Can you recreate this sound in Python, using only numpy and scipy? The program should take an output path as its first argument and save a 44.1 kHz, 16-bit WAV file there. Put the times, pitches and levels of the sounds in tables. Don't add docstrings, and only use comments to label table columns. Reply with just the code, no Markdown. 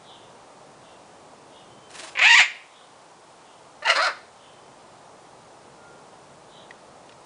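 import sys
import numpy as np
from scipy import signal
from scipy.fft import rfft, irfft, next_fast_len
from scipy.io import wavfile
from scipy.ndimage import uniform_filter1d, map_coordinates

SR = 44100
rng = np.random.default_rng(int(sys.argv[2]) if len(sys.argv) > 2 else 0)


def output_pcm(signal):
    pcm = np.clip(np.atleast_2d(signal).T, -1, 1) * 32767
    wavfile.write(sys.argv[1], SR, np.round(pcm).astype(np.int16))


N = 319989
T = np.arange(N) / SR
TOP_HZ = 10080

# (frequency [Hz], relative level [dB])
RUMBLE_SPECTRUM = [(20, -29.5), (50, -18), (100, -6.5), (140, 0), (200, -3.5), (330, -3), (480, -5.5),
                   (900, -57)]
MURMUR_SPECTRUM = [(200, -15.5), (400, -4.5), (600, -0.5), (850, -0.5), (1200, -6), (1700, -14.5),
                   (2500, -20.5), (5000, -47.5)]
HISS_SPECTRUM = [(500, -27), (1500, -3.5), (3000, 1), (4500, 0), (7000, -1.5), (10000, -4)]
# (time [s], source level [dB], centre frequency [Hz], fall [octaves/s])
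FAR_CALLS = [(0.119, -49.5, 3420, 1.8), (0.245, -60, 3200, 0.37), (.89, -58.5, 3270, .8),
             (1.582, -53.5, 3250, 0.47), (2.779, -55, 3390, .3), (3.498, -59, 3170, 0.48),
             (4.444, -57, 3150, .7), (6.579, -52.5, 3440, 0.51)]
# (time [s], source level [dB], half width [s], pitch [Hz])
FAR_WHISTLES = [(.916, -63.5, 0.061, 2740), (1.799, -62, 0.1096, 3085), (4.52, -63.5, 0.1, 3070),
                (5.876, -52.5, 0.057, 1405), (6.57, -58, .03, 3910)]
# (frequency [Hz], time to fall 60 dB [s])
YARD_DECAY = [(300, 0.35), (1000, 0.39), (2450, 0.48), (4200, 0.47), (9000, 0.28)]
WALL_DECAY = [(300, 0.057), (2000, 0.14), (9000, 0.18)]
# (frequency [Hz], relative level [dB])
FEATHER_SPECTRUM = [(120, -48), (200, -35), (321, 6.5), (532, -18), (627, 8), (714, 0), (1870, 1.5),
                    (9880, -6), (12800, -51)]
# (time [s], pitch [Hz])
SCREECH_PITCH = [(2.151, 539.5), (2.2, 528.4), (2.248, 790.7), (2.279, 917.7), (2.338, 925.7),
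                 (2.368, 1189), (2.398, 807), (2.416, 658), (2.445, 536)]
BARK_PITCH = [(3.822, 595.8), (3.841, 609.2), (3.853, 912), (3.870, 939.3), (3.886, 643.2), (3.905, 686),
              (3.918, 649), (3.942, 434)]
RASP_PITCH = [(3.940, 434), (3.982, 584.3), (4.004, 625.3), (4.038, 761), (4.078, 610.7), (4.098, 451),
              (4.126, 286)]
# (source level [dB], attack [s], release [s], open-beak treble [dB],
# beak opening [s], beak closing [s], clearest moment [s], its half width [s], its roughness [0-1])
GESTURES = [(-11.5, 0.062, 0.033, -1.5, 0.17, 0.049, 2.33, 0.0339, 0.18),
            (-11, 0.083, 0.041, 3, 0.084, .003, 3.83, 0.024, 0.27),
            (-21, 0.022, 0.048, 2, .003, 0.083, 4.03, .022, 0.36)]
# (frequency [Hz], relative gain [dB])
SCREECH_THROAT = [(300, -50), (520, -20.5), (800, -14), (1150, -12), (1400, -16), (1850, -3.5), (2100, -1),
                  (2400, 2.5), (2800, -6.5), (3900, -14), (4600, -15.5), (5800, -23), (7250, -18),
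                  (8400, -36.5), (10000, -40)]
BARK_THROAT = [(250, -47.5), (450, -10.5), (640, -8), (800, -13.5), (940, -4), (1120, -10), (1400, -0.5),
               (1650, -7.5), (2000, 0), (2350, -11.5), (2750, -3.5), (3400, -20), (3950, -15), (4170, -8),
               (4450, -16), (4800, -15), (5600, -22), (8500, -31), (10000, -40)]
RASP_THROAT = [(200, -34), (320, -12.5), (450, -16), (620, -6), (760, -10.5), (900, -2.5), (1150, -4),
               (1430, 0.5), (1620, -3.5), (1850, -5.5), (2500, -12.5), (3000, -23.5), (3950, -18),
               (4200, -9), (4450, -23.5), (4750, -14.5), (5600, -28), (7000, -32.5), (10000, -41)]
# (frequency [Hz], gain [dB])
FIZZ_SPECTRUM = [(1500, -20.5), (3000, 1.0), (4500, 2), (7000, 5)]
BREATH_SPECTRUM = [(400, -11), (1200, 1.5)]
# (time [s], depth [dB], half width [s])
CATCHES = [(2.168, 19, 0.0026), (2.186, 11, 0.0028), (2.208, 12, 0.0063), (2.232, 3.5, .009),
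           (2.285, 5, 0.011), (2.369, 3, 0.0088), (3.844, 7.5, 0.0064), (3.887, 7, 0.0057)]
# (time [s], crack level [dB], ring level [dB])
CLICKS = [(6.708, -43, -27), (7.094, -44.5, -60), (7.122, -46, -60)]
# (frequency [Hz], relative level [dB], time to fall 60 dB [s])
CLICK_MODES = [(1920, 2.5, 0.018), (2030, -17, 0.018)]
# (frequency [Hz], relative level [dB])
CRACK_SPECTRUM = [(600, -19), (1500, 2.5), (3000, 3), (4700, -5), (9000, -17)]


def amp(db):
    return 10 ** (np.asarray(db) / 20)


def unit_rms(x):
    return x / np.sqrt(np.mean(x ** 2) + 1e-20)


def along(points, hz):
    frequencies, values = np.transpose(points)
    return np.interp(np.log(hz + 1), np.log(frequencies + 1), values)


def wobble(rate, t):
    knots = rng.standard_normal(2 ** 13)
    return map_coordinates(knots, [(t - t[0]) * rate], mode="wrap")


def filtered(x, response):
    size = next_fast_len(len(x) + 2 ** 13)
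    return irfft(rfft(x, size) * response(np.fft.rfftfreq(size, 1 / SR)), size)[:len(x)]


def coloured(x, spectrum):
    return filtered(x, lambda hz: amp(along(spectrum, hz)))


def noise(spectrum):
    return unit_rms(coloured(rng.standard_normal(N), spectrum))


def swell(centre, half_width, t=T):
    return np.exp(-.5 * np.minimum(((t - centre) / half_width) ** 2, 100))


def ramps(t, first_s, last_s):
    return np.clip(np.maximum(1 - (t - t[0]) / first_s, 1 - (t[-1] - t) / last_s), 0, 1)


def outdoors():
    rumble = amp(-57.5 + 1.3 * wobble(6.5, T)) * noise(RUMBLE_SPECTRUM)
    murmur = amp(-50 + 0.4 * wobble(9, T)) * noise(MURMUR_SPECTRUM)
    return rumble + murmur + amp(-56.5) * noise(HISS_SPECTRUM)


def far_calls():
    out = np.zeros(N)
    for time, db, centre_hz, fall in FAR_CALLS:
        inside = np.abs(T - time) < .3
        t = T[inside]
        phase = 2 * np.pi * np.cumsum(centre_hz * 2 ** (-fall * (t - time))) / SR
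        band = wobble(1100, t) * np.cos(phase) + wobble(1100, t) * np.sin(phase)
        out[inside] += amp(db) * swell(time, half_width=0.046, t=t) * band
    return out


def reverberation(x, decay, delay_s):
    hz, t, bands = signal.stft(rng.standard_normal(SR * 3 // 4), SR, nperseg=256)
    tail = signal.istft(bands * amp(-60 * t / along(decay, hz)[:, None]), SR, nperseg=256)[1]
    tail = filtered(tail, lambda f: f < TOP_HZ)
    tail *= np.sqrt(2 * TOP_HZ / SR) / np.linalg.norm(tail)
    return signal.fftconvolve(x, np.pad(tail, (int(delay_s * SR), 0)))[:N]


def far_whistles():
    waver = 1 + 0.0064 * wobble(90, T)
    phase_per_hz = 2 * np.pi * np.cumsum(waver) / SR
    return sum(amp(db) * swell(time, half_width) * np.sqrt(2) * np.sin(hz * phase_per_hz)
               for time, db, half_width, hz in FAR_WHISTLES)


def feathers(start_s=1.895, length_s=0.24, fade_s=0.061, beat_hz=22.2, swing_db=4.5):
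    inside = (T > start_s) & (T < start_s + length_s)
    t = T[inside]
    beats_db = swing_db * np.sin(2 * np.pi * beat_hz * (t - t[0]))
    envelope = np.zeros(N)
    envelope[inside] = amp(-43.5 + beats_db - 12.7 * ramps(t, fade_s, fade_s))
    return envelope * noise(FEATHER_SPECTRUM) * amp(2.8 * wobble(600, T))


def articulation(t, gesture, harshness=0.726, edge_db=25, beak_shut_db=12.5):
    peak_db, attack, release, open_db, opening, closing, clear_s, clear_width, clear_rough = gesture
    level_db = peak_db - edge_db * ramps(t, attack, release) ** 1.2
    roughness = harshness + (clear_rough - harshness) * swell(clear_s, clear_width, t)
    treble_db = open_db - beak_shut_db * ramps(t, opening, closing)
    return level_db, roughness, treble_db


def resonate(x, spectrum, size=2048):
    gain = amp(along(spectrum, np.fft.rfftfreq(size, 1 / SR)))
    cepstrum = irfft(np.log(gain))
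    cepstrum[1:size // 2] *= 2
    cepstrum[size // 2 + 1:] = 0
    impulse_response = irfft(np.exp(rfft(cepstrum)))
    return signal.fftconvolve(x, impulse_response)[:len(x)]


def syllable(arch, gesture, throat, beak_hz, jitter, smear_rad, breath_db, fizz_db, flutter_db,
             fundamental_db, octave_db, doubling=0.42):
    inside = (T > arch[0][0]) & (T < arch[-1][0])
    t = T[inside]
    pitch = np.interp(t, *np.transpose(arch))
    level_db, roughness, treble_db = articulation(t, gesture)
    pitch *= 1 + jitter * roughness * wobble(300, t)
    phase = 2 * np.pi * np.cumsum(pitch) / SR + smear_rad * roughness * wobble(600, t)
    harmonic = np.arange(1, 15)[:, None]
    boost_db = fundamental_db * (harmonic == 1) + octave_db * (harmonic == 2)
    strength = amp(boost_db) / np.sqrt(1 + (harmonic / 6) ** 4)
    alternation = 1 + doubling * roughness * np.cos(phase / 2)
    pulses = unit_rms(alternation * np.sum(strength * np.cos(harmonic * phase), axis=0))
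    air = unit_rms(rng.standard_normal(N)[inside] * (1 + np.cos(phase)))
    fizz = amp(fizz_db) * coloured(air, FIZZ_SPECTRUM)
    breath = amp(breath_db) * roughness * coloured(air, BREATH_SPECTRUM)
    flutter = amp(flutter_db * roughness * wobble(450, t))
    voice = resonate((pulses + breath + fizz) * flutter, throat)
    treble = filtered(voice, lambda hz: 1 - 1 / (1 + (hz / beak_hz) ** 6))
    voice += (amp(treble_db + 4.9 * wobble(107, t)) - 1) * treble
    voice /= np.sqrt(np.abs(uniform_filter1d(voice ** 2, size=300)) + 1e-12)
    out = np.zeros(N)
    out[inside] = voice * amp(level_db) * (1 - ramps(t, .002, .002))
    return out


def macaw():
    screech = syllable(SCREECH_PITCH, GESTURES[0], SCREECH_THROAT, beak_hz=3680,
                       jitter=0.0594, smear_rad=0.4, breath_db=0, fizz_db=-3,
                       flutter_db=2.5, fundamental_db=2.5, octave_db=1.5)
    bark = syllable(BARK_PITCH, GESTURES[1], BARK_THROAT, beak_hz=2390,
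                    jitter=0.058, smear_rad=0.36, breath_db=-2, fizz_db=-0.5,
                    flutter_db=4.0, fundamental_db=5.5, octave_db=1.0)
    rasp = syllable(RASP_PITCH, GESTURES[2], RASP_THROAT, beak_hz=3000,
                    jitter=0.0664, smear_rad=0.42, breath_db=-0.5, fizz_db=-0.5,
                    flutter_db=3.5, fundamental_db=2.5, octave_db=0)
    catches_db = sum(depth_db * swell(time, half_width) for time, depth_db, half_width in CATCHES)
    return (screech + bark + rasp) * amp(-catches_db)


def bass_cut(x, threshold_db=-21.5, corner_hz=670, recovery_db_per_s=5.5):
    level_db = 10 * np.log10(np.abs(uniform_filter1d(x ** 2, size=2200)) + 1e-12)
    excess_db = np.maximum(level_db - threshold_db, 0)
    recovery_db = recovery_db_per_s * T
    cut_db = np.maximum.accumulate(excess_db + recovery_db) - recovery_db
    bass = filtered(x, lambda hz: 1 / (1 + (hz / corner_hz) ** 2))
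    return x + (amp(-cut_db) - 1) * bass


def overload(x, positive_limit=0.52, negative_limit=0.74):
    headroom = np.where(x > 0, positive_limit, negative_limit)
    return x / (1 + np.abs(x / headroom) ** 6) ** (1 / 6)


def clicks(ring_rise_s=0.0012, crack_t60_s=0.035):
    out, crack = np.zeros(N), noise(CRACK_SPECTRUM)
    t = np.arange(SR // 10) / SR
    for time, crack_db, ring_db in CLICKS:
        ring = sum(amp(db - 60 * t / t60) * np.sin(2 * np.pi * hz * t) for hz, db, t60 in CLICK_MODES)
        span = slice(round(time * SR), round(time * SR) + len(t))
        out[span] += amp(ring_db) * ring * (1 - np.exp(-t / ring_rise_s))
        out[span] += amp(crack_db - 60 * t / crack_t60_s) * crack[span]
    return out


def scene():
    near = macaw() + feathers()
    far = far_calls() + far_whistles()
    walls = amp(-6) * reverberation(near, WALL_DECAY, delay_s=.004)
    yard = reverberation(amp(-14.5) * near + amp(-6.5) * far, YARD_DECAY, delay_s=0.016)
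    return (near + walls + yard + amp(-1.5) * far + clicks() + outdoors())[None]


def record(dry):
    x = overload(bass_cut(dry[0]))
    return filtered(x, lambda hz: (hz < TOP_HZ) * hz / np.hypot(hz, 40))[None]


dry = scene()
out = record(dry)
output_pcm(out)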